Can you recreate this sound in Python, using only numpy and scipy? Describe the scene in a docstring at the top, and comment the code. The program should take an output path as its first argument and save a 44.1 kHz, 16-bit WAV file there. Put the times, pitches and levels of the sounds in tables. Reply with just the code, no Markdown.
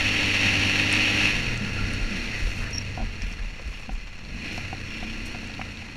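"""A quad bike's engine drives it up a muddy track, heard from the rider's seat.
Its firings make the exhaust drone and puff, while small metal parts clatter in the casing.
It holds about 6000 rpm, eases off, coasts over bumps and picks up again.
The bumps shake the air at the microphone and loose bodywork knocks and booms.
Grit ticks, the tyres crunch, gravel patters and dry metal squeaks once."""
import sys
import numpy as np
from scipy import signal
from scipy.fft import rfft, irfft
from scipy.io import wavfile
from scipy.ndimage import uniform_filter1d

SR = 44100
rng = np.random.default_rng(int(sys.argv[2]) if len(sys.argv) > 2 else 0)


def bounce(signal):
    """Save signal as a 16-bit WAV file at the path given by the first command-line argument."""
    frames = np.transpose(np.atleast_2d(signal))
    limited = np.clip(frames, -1, 1)
    pcm = np.round(limited * 32767).astype(np.int16)
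    wavfile.write(sys.argv[1], SR, pcm)


N = 262836
T = np.arange(N) / SR

# engine cycles a second (one cycle is two turns of the crank): t/s, f/Hz
CYCLE_RATE = [(0, 50), (.5, 49), (1.1, 50.8), (1.3, 50), (1.38, 46), (1.5, 40.3), (1.6, 37), (1.76, 33.8),
              (1.99, 30.6), (2.27, 34.8), (2.4, 32), (2.7, 27.3), (3, 22.2), (3.2, 20), (3.58, 16.8),
              (4.14, 16.8), (4.56, 32.5), (4.68, 31.2), (4.83, 28.7), (5.04, 31.7), (5.38, 33.1),
              (5.5, 29.6), (5.96, 27.6)]
# how hard the engine works, given as the level of its clatter: t/s, level/dB
EFFORT = [(0, -23.5), (.2, -23), (1.26, -22), (1.41, -28.5), (1.64, -34), (2.36, -33.5), (2.8, -39),
          (3.5, -44), (4.22, -48), (4.46, -37.5), (4.78, -39), (4.95, -40.5), (5.35, -38.5), (5.96, -44.5)]


def exhaust(cycles, speed, waver_db=0.9, jitter_cycles=.007):
    """The engine note: tones at multiples of the cycle rate, each swelling at a pipe resonance."""
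    # throttle: t/s, opening (0 shut, 1 wide open)
    openings = [(1.29, 1), (1.35, 0), (1.98, 0), (2.08, .5), (2.26, .5), (2.35, 0), (4.15, 0), (4.28, .5),
                (4.55, .5), (4.62, 0), (4.85, 0), (4.96, .5), (5.38, .5), (5.48, .25)]
    # tones: multiple of the cycle rate, level/dB with the throttle shut, half open, wide open
    harmonics = [(1, -33, -37, -38), (2, -34.5, -37, -33), (3, -28, -36.5, -38.5), (4, -31, -42, -36.5),
                 (5, -35.5, -45, -36), (6, -42, -39, -33), (7, -41, -31.5, -47), (8, -41, -36.5, -37.5),
                 (9, -40, -42, -40), (10, -44, -35.5, -44), (11, -46, -42, -47), (12, -49, -46, -37.5),
                 (16, -55, -50, -34)]
    # resonances of the silencer and airbox: f/Hz, gain/dB
    pipes = [(20, -24), (45, -12), (70, -8), (88, -1.5), (102, 0), (120, -2.5), (138, -5), (160, -8),
             (195, -4), (225, -1), (260, -5), (305, -4), (340, -7), (400, -14), (460, -11), (600, -15),
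             (1000, -23)]
    # rise and fall of the whole note: t/s, gain/dB
    note_gain = [(0, -1.5), (.6, .5), (1.26, 0), (1.43, -4.5), (1.64, -7), (1.9, -4.5), (2.36, -9.5),
                 (2.6, -8.5), (2.85, -6), (3.2, -8.5), (3.5, -12.5), (4.15, -16), (4.35, -8.5),
                 (4.5, -10.5), (4.8, -11.5), (5, -10), (5.7, -10), (5.96, -14.5)]
    throttle, = in_time(openings)
    ragged_cycles = cycles + jitter_cycles * drift(33)   # no two firings are equal
    tone = 0
    for multiple, *levels in harmonics:
        db = np.interp(throttle, [0, .5, 1], levels) + at_hz(pipes, multiple * speed)
        db += waver_db * drift(5.1)
        phase = 2 * np.pi * (multiple * ragged_cycles + rng.random())
        tone += from_db(db) * np.sqrt(2) * np.sin(phase)
    uneven_db = (.6 + 1.1 * throttle) * drift(35)
    return from_db(in_time(note_gain)[0] + uneven_db) * tone


def firing(cycles, second_at, fade):
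    """Two unevenly spaced power strokes a cycle; their spacing and fade are shares of a cycle."""
    return sum(np.exp(-((cycles - at) % 1) / fade) for at in (0, second_at))


def engine_load(firm_hz_per_s=19, lag_s=0.15):
    """Effort in dB relative to full, and how firmly the engine slows and speeds up (each 0 to 1)."""
    full_effort_db = -22
    change = np.gradient(in_time(CYCLE_RATE)[0]) * SR
    memory = np.exp(-1 / (lag_s * SR))
    trend = signal.lfilter([1 - memory], [1, -memory], np.tanh(change / firm_hz_per_s))
    return in_time(EFFORT)[0] - full_effort_db, np.maximum(-trend, 0), np.maximum(trend, 0)


def under_load(response, load):
    """The level in dB that a part reaches under the engine's load."""
    full_db, effort_share, slowing_db, speeding_db = response
    effort_db, slowing, speeding = load
    return full_db + effort_share * effort_db + slowing_db * slowing + speeding_db * speeding


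def puffs(strokes, load):
    """Ragged gas leaves the silencer with each power stroke."""
    # tone colour of the gas: f/Hz, gain/dB
    spectrum = [(30, -33.5), (70, 4), (110, 1.5), (150, -3.5), (215, 1.5), (270, -3.5), (330, -7.5),
                (390, -14), (470, -9.5), (600, -17.5), (1000, -23), (5000, -94)]
    # level/dB at full effort, share of effort followed, gain/dB when slowing, when speeding up
    response = (-36, 0.54, 6, 5)
    gas = rng.standard_normal(N) * (0.19 + strokes)
    return from_db(under_load(response, load)) * rms_one(colour(gas, spectrum))


def clatter(cycles, speed, strokes, count=28, scatter_db=-2.0, slop_s=.00005, flutter_db=1.03):
    """Valves, chain and gear teeth strike at set points of each cycle, over a pulsing rasp."""
    # resonances of the engine casing: f/Hz, width/Hz, gain/dB
    casing = [(1382, 65, 7), (1678, 75, 6.5), (1873, 22, 7), (2025, 90, 5.5), (2200, 60, 2),
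              (2507, 50, 4.5), (2620, 430, 11), (2738, 50, 5), (2830, 50, 4), (2930, 70, 5.5),
              (3158, 25, 5), (3520, 110, -3), (3690, 90, 4), (4355, 390, 8.5), (4970, 226, -9),
              (5600, 430, 8), (9520, 850, 6.5), (14100, 920, 5)]
    # tone colour at high revs: f/Hz, gain/dB
    fast_spectrum = [(200, -12), (400, -12), (800, -14.5), (1250, -17), (2000, -6.5), (3200, -10.5),
                     (4200, -16), (6500, -21.5), (8200, -33.5), (11000, -37), (15000, -48.5)]
    # tone colour at low revs: f/Hz, gain/dB
    slow_spectrum = [(200, -18), (400, 1), (800, -6), (1250, -7), (2000, 2), (3200, -7.5), (4200, -8),
                     (6500, -13.5), (8200, -24.5), (11000, -29), (15000, -40)]
    place, strength = rng.random(count), rng.standard_normal(count)
    strike_cycles = np.arange(240)[:, None] + (np.arange(count) + place) / count
    times = np.interp(strike_cycles, cycles, T, right=2 * T[-1])
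    times += slop_s * rng.standard_normal(times.shape)
    scatter = from_db(scatter_db * rng.standard_normal(times.shape))
    sizes = np.sign(strength) * (1.6 + np.abs(strength)) * scatter
    strikes = rms_one(clicks(times, sizes) / np.sqrt(speed))
    rasp = rms_one(rng.standard_normal(N) * (1.7 + strokes))
    drive = (strikes + rasp) * from_db(flutter_db * drift(45))
    racing = np.clip((speed - 35) / 13, 0, 1)   # at high revs the clatter takes on a different tone colour
    fast = rms_one(colour(drive, fast_spectrum, casing))
    slow = rms_one(colour(drive, slow_spectrum, casing))
    return from_db(in_time(EFFORT)[0]) * (racing * fast + (1 - racing) * slow)


def cover(cycles, strokes, load, scuff_cycles=0.36):
    """The power strokes set a thin cover ringing, and once a cycle it scuffs on its mounts."""
    # the cover's short, rattling tones: f/Hz, level/dB, t60/s
    rattle_tones = [(2090, -8.5, 0.015), (2426, 4.5, 0.021), (2745, 3.5, 0.015), (3270, 1.5, 0.0054),
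                    (5480, -5.5, 0.013)]
    # its longer, ringing tones: f/Hz, level/dB, t60/s
    ring_tones = [(2025, -3.5, .08), (2512, 1.5, .08), (2620, 1, .07), (2800, -3, .06), (4170, 2.5, .055),
                  (4300, 1, .045), (5600, -8, .015)]
    # rattle: level/dB at full effort, share of effort followed, gain/dB when slowing, when speeding up
    rattle_response = (-50, 0, -2, -4)
    # ringing: the same four values
    ring_response = (-43.7, 0.5, -3.5, 6)
    # brief fits of louder rattling: t/s, length/s, level/dB
    fits = [(2.114, 0.17, -38.5), (3.203, 0.12, -43.5), (3.724, 0.036, -40), (4.404, 0.2, -40.5),
            (4.866, 0.27, -40)]
    scuffs = 0.52 + np.exp(-(cycles % 1) / scuff_cycles)
    rattle = sum(from_db(db) * ring(scuffs * rng.standard_normal(N), hz, t60)
                 for hz, db, t60 in rattle_tones)
    ringing = sum(from_db(db) * rms_one(ring(rng.standard_normal(N) * (0.2 + strokes), hz, t60))
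                  for hz, db, t60 in ring_tones)
    flares = swells(fits, attack_s=0.019, t60=0.16)
    rattle_gain = np.hypot(from_db(under_load(rattle_response, load)), flares)
    return from_db(under_load(ring_response, load)) * rms_one(ringing) + rattle_gain * rms_one(rattle)


def shaking(even_s=0.058, bounce_hz=37):
    """Air buffets the microphone, and each bump sets the machine bouncing with a deep tone."""
    # tone colour of the buffeting: f/Hz, gain/dB
    spectrum = [(8, -6), (18, -11.5), (28, -7), (39, -3), (50, -29), (65, -16.5), (100, -37), (250, -88),
                (2000, -110)]
    # strength of the buffeting: t/s, level/dB
    levels = [(0, -36), (1.1, -40), (2.1, -32), (2.9, -39), (4.1, -39), (4.8, -40.5), (5.2, -35),
              (5.45, -40), (5.96, -46)]
    # bumps in the track: t/s, level/dB
    bumps = [(0, -31), (1.31, -31), (1.45, -28), (1.79, -28), (2.0, -26), (2.41, -21.5), (2.58, -27.5),
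             (2.99, -24.5), (3.21, -26.5), (3.39, -26.5), (3.645, -29.5), (3.9, -27.5), (4.3, -33.5),
             (4.54, -36), (4.96, -36)]
    buffet = colour(rng.standard_normal(N), spectrum)
    power = uniform_filter1d(buffet ** 2, int(even_s * SR) + 1)
    buffet /= np.sqrt(power + 1e-12)   # even out its loudness
    buffet *= from_db(in_time(levels)[0] + drift(8.4))
    jolts = sum(from_db(db) * swell(start, length_s=0.05, attack_s=0.023, t60=0.28)
                for start, db in bumps)
    return buffet + jolts * wavering(bounce_hz, wander_hz=9, rate=29)


def bodywork(crack_db=8.5, crack_t60=0.012, soft_hz=1300):
    """A loose panel knocks: a hollow ring whose pitch depends on the spot, and a crack if hit hard."""
    # knocks: t/s, level/dB, pitch/Hz, hardness/dB (gain of the crack)
    knocks = [(2.976, -26, 740, -26), (2.993, -33, 770, -24), (3.002, -28, 720, -26),
              (3.014, -33, 686, -24), (3.025, -35, 724, -24), (3.03, -33.5, 764, -20),
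              (3.219, -49, 764, 16), (3.596, -36, 520, -4), (3.893, -30, 764, -8), (4.579, -27, 727, -11),
              (4.729, -26.5, 766, -15), (5.028, -31, 727, -22), (5.347, -32, 733, -17),
              (5.43, -38.5, 725, -15), (5.498, -38, 764, -14), (5.594, -27, 750, -13),
              (5.599, -38, 780, -18), (5.614, -32, 745, 6.5), (5.822, -39.5, 790, 2), (5.887, -43, 885, 7)]
    # tones of the hollow plastic panel: multiple of the pitch, gain/dB, t60/s
    panel = [(.31, -6, 0.047), (.42, -7.5, 0.044), (.89, -42, 0.011), (1, 2, 0.039), (1.27, -7, 0.022),
             (1.9, -8, 0.042)]
    # tone colour of the crack: f/Hz, gain/dB
    crack_spectrum = [(400, -28), (1000, -2), (1900, 3), (2900, 8.5), (3500, -22), (9000, -45),
                      (16000, -65)]
    blow = signal.unit_impulse(SR // 8)
    hollow, cracks = 0, 0
    for start, db, hz, hard_db in knocks:
        knock = sum(from_db(db + tone_db + rng.normal(0, 1)) * ring(blow, ratio * hz, t60)
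                    for ratio, tone_db, t60 in panel)
        hollow += np.pad(knock, (int(start * SR), N))[:N]
        cracks += from_db(db + hard_db) * burst(start, crack_t60)
    hollow = signal.sosfilt(signal.butter(2, soft_hz, fs=SR, output="sos"), hollow)
    return hollow + from_db(crack_db) * colour(cracks, crack_spectrum)


def drumming():
    """A large shaken panel booms for a moment."""
    # booms: t/s, length/s, level/dB, f/Hz
    booms = [(1.599, 0.043, -31, 203.8), (1.797, 0.15, -40, 204.3), (2.099, 0.061, -33.5, 196),
             (2.995, 0.027, -44, 295.4), (2.998, 0.04, -37, 212), (3.875, 0.018, -36, 210)]
    return sum(from_db(db) * swell(start, length, attack_s=0.016, t60=0.16)
               * wavering(hz, wander_hz=24, rate=93.4) for start, length, db, hz in booms)


def grit(contact_t60=0.01, snap=0.076, spray_db=-45.0, per_s=14, speck_s=0.00049):
    """Small stones snap and ring against metal, among a thin spray of finer ones."""
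    # stone hits: t/s, level/dB, f/Hz, t60/s
    hits = [(0.9265, -16, 9400, 0.0042), (1.576, -26.5, 6800, 0.0011), (1.935, -24.5, 9850, 0.0011),
            (2.03, -36, 8500, .002), (2.453, -39, 10500, .001), (2.709, -35, 9500, 0.0013),
            (2.821, -42, 10000, .001), (3.2202, -28, 5500, 0.0039), (3.226, -37, 5600, .008),
            (3.313, -42, 10500, .001), (3.326, -35, 5840, .004), (3.677, -41, 9000, .0006),
            (3.796, -42, 10000, .001), (3.813, -45, 9000, .001), (4.25, -34.5, 4280, 0.0037),
            (4.485, -44, 9500, .001), (4.577, -32, 5600, .004), (4.986, -40, 10500, .001),
            (5.2598, -38, 7940, .002), (5.27, -44, 13000, .001), (5.318, -39, 10500, .0015),
            (5.474, -38, 7300, .002), (5.54, -28, 4006, 0.0016), (5.772, -29.5, 3993, 0.0029)]
    # tone colour of the ticks at the microphone: f/Hz, gain/dB
    spectrum = [(500, -10), (3000, 2.5), (9000, -1), (16000, -27)]
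    stones = 0
    for start, db, hz, t60 in hits:
        contact = burst(start, contact_t60)
        tick = ring(contact, hz, t60)
        stones += from_db(db) * (tick / np.abs(tick).max() + snap * contact / np.abs(contact).max())
    specks = (rng.random(N) < per_s / SR) * rng.random(N)
    fades = signal.lfilter([1], [1, -np.exp(-1 / (speck_s * SR))], specks + 1e-18)
    spray = fades * rng.standard_normal(N)
    return colour(stones + from_db(spray_db) * spray, spectrum)


def squeak(hz=5580, wander_hz=60, octave_db=-28, rasp_db=3.5):
    """Dry metal sticks and slips raggedly: a high tone with a weak one an octave above."""
    # quick slips: t/s, length/s, level/dB
    slips = [(2.729, 0.032, -32), (2.77, 0.014, -35), (2.779, 0.005, -28.5), (2.802, 0.017, -42)]
    phase = 2 * np.pi * np.cumsum(hz + wander_hz * drift(300)) / SR
    loudness = swells(slips, attack_s=0.0041, t60=0.029) * from_db(rasp_db * drift(200))
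    return loudness * (np.sin(phase) + from_db(octave_db) * np.sin(2 * phase))


def whine():
    """While the bike coasts, loose metal rubs and rings with thin, wavering tones."""
    # rubs: t/s, length/s, level/dB, f/Hz, t60/s of the ring
    rubs = [(1.378, 0.41, -47.5, 1393, 0.033), (1.77, 0.067, -41, 1410, 0.08),
            (1.865, 0.22, -49, 1410, 0.067), (2.308, 0.06, -38.5, 1970, 0.013),
            (2.586, 0.088, -41, 1750, .007), (3.363, 0.035, -47.5, 1730, 0.011)]
    rubbing = rng.standard_normal(N)
    return sum(from_db(db) * swell(start, length, attack_s=0.025, t60=0.24)
               * rms_one(ring(rubbing, hz, t60)) for start, length, db, hz, t60 in rubs)


def tyres(level_db=-53.5, per_s=900):
    """Knobbly tyres crunch through wet dirt, one tiny click for each grain."""
    # tone colour of the crunch: f/Hz, gain/dB
    spectrum = [(100, -1.0), (500, -4), (1200, 0.5), (3500, -13.0), (7000, -12.5), (15000, -69)]
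    grains = (rng.random(N) < per_s / SR) * rng.standard_normal(N) * grain_sizes(spread_db=1.5)
    return from_db(level_db) * rms_one(colour(grains, spectrum))


def gravel(trickle_db=-68.0, per_s=900):
    """Fine gravel patters on the mudguards: a steady trickle that swells into showers."""
    # showers thrown up by the tyres: t/s, length/s, level/dB
    showers = [(2.333, 0.31, -55.5), (3.21, 0.12, -64.5), (3.66, 0.18, -66), (3.91, 0.028, -60),
               (4.516, 0.063, -55.5), (5.248, .025, -49)]
    # tone colour of the patter: f/Hz, gain/dB
    spectrum = [(1500, -12), (4000, -5), (6200, 0), (8200, -9), (11000, -11), (15000, -24)]
    grains = (rng.random(N) < per_s / SR) * rng.choice([-1, 1], N) * grain_sizes(spread_db=2.5)
    loudness = from_db(trickle_db) + swells(showers, attack_s=.012, t60=.09)
    return loudness * rms_one(colour(grains, spectrum))


def grain_sizes(spread_db):
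    """Random gains: many small grains and a few big ones."""
    return from_db(spread_db * np.minimum(rng.exponential(1, N), 4))


def from_db(db):
    """Turn decibels into a factor to multiply by."""
    return np.exp(np.asarray(db) * (np.log(10) / 20))


def rms_one(x):
    """Scale a sound so that its average strength (rms) is 1."""
    return x / np.sqrt(np.mean(x ** 2) + 1e-20)


def in_time(rows):
    """Join a table's points with straight lines, giving each column at every sample."""
    times, *columns = np.transpose(rows)
    return [np.interp(T, times, column) for column in columns]


def at_hz(points, hz):
    """Read a spectrum's gain in dB at a frequency, on a logarithmic frequency scale."""
    f, db = np.transpose(points)
    return np.interp(np.log(hz + 1e-3), np.log(f), db)


def colour(x, spectrum, resonances=(), size=16384):
    """Filter a sound with a broad tone colour and narrow resonances on top."""
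    hz = np.arange(size // 2 + 1) * SR / size
    peaks_db = sum(db / (1 + (2 * (hz - f) / width) ** 2) for f, width, db in resonances)
    gain = from_db(at_hz(spectrum, hz) + peaks_db)
    # minimum phase: the filter rings only after a click, never before it
    cepstrum = irfft(np.log(gain))[:size // 2]
    cepstrum[1:] *= 2
    click_response = irfft(np.exp(rfft(cepstrum, size)))[:size // 2]
    return signal.fftconvolve(x, click_response)[:N]


def drift(rate):
    """A smooth random wobble of typical size 1, changing about rate times a second."""
    r = np.exp(-80 * np.pi * rate / SR)
    slow = signal.lfilter([1], [1, -2 * r, r * r], rng.standard_normal(N // 40 + 2002))[2000:]
    return np.interp(np.arange(N) / 40, np.arange(len(slow)), rms_one(slow))


def wavering(hz, wander_hz, rate):
    """A tone of rms 1 whose pitch wanders."""
    return np.sqrt(2) * np.sin(2 * np.pi * np.cumsum(hz + wander_hz * drift(rate)) / SR)


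def ring(x, hz, t60):
    """One resonance: each click starts a tone that fades by 60 dB in t60 seconds."""
    r, w = from_db(-60 / (t60 * SR)), 2 * np.pi * hz / SR
    return signal.lfilter([0, np.sin(w)], [1, -2 * r * np.cos(w), r * r], x + 1e-18)


def clicks(times, sizes):
    """Blows one sample long at the given times."""
    samples = np.clip(np.ravel(times) * SR, 0, N).astype(int)
    return np.bincount(samples, np.ravel(sizes), N + 1)[:N]


def burst(start, t60):
    """Noise that starts at once and dies away."""
    age = np.arange(SR // 20) / SR
    puff = rng.standard_normal(len(age)) * from_db(-60 * age / t60)
    return np.pad(puff, (max(int(start * SR), 0), N))[:N]


def swell(start, length_s, attack_s, t60):
    """A loudness curve that rises, holds until its length is over, then dies away."""
    age = T - start
    return np.clip(age / attack_s, 0, 1) * from_db(-60 * np.clip((age - length_s) / t60, 0, 3))


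def swells(rows, attack_s, t60):
    """Add up one swell for each row of t/s, length/s, level/dB."""
    return sum(from_db(db) * swell(start, length, attack_s, t60) for start, length, db in rows)


def scene():
    """One crank times the exhaust, clatter and cover; the ride over the track adds the rest."""
    speed = in_time(CYCLE_RATE)[0] * (1 + .0015 * drift(12))
    cycles = np.cumsum(speed) / SR
    strokes = firing(cycles, second_at=.42, fade=0.1)
    load = engine_load()
    gas = exhaust(cycles, speed) + puffs(strokes, load)
    metal = clatter(cycles, speed, strokes) + cover(cycles, strokes, load) + whine()
    ride = shaking() + tyres() + bodywork() + drumming() + grit() + gravel() + squeak()
    return (gas + metal + ride)[None]


def record(dry, cutoff_hz=15600):
    """A steep filter cuts off the highest treble."""
    return signal.sosfilt(signal.ellip(10, .2, 80, cutoff_hz, fs=SR, output="sos"), dry)


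dry = scene()
out = record(dry)
bounce(out)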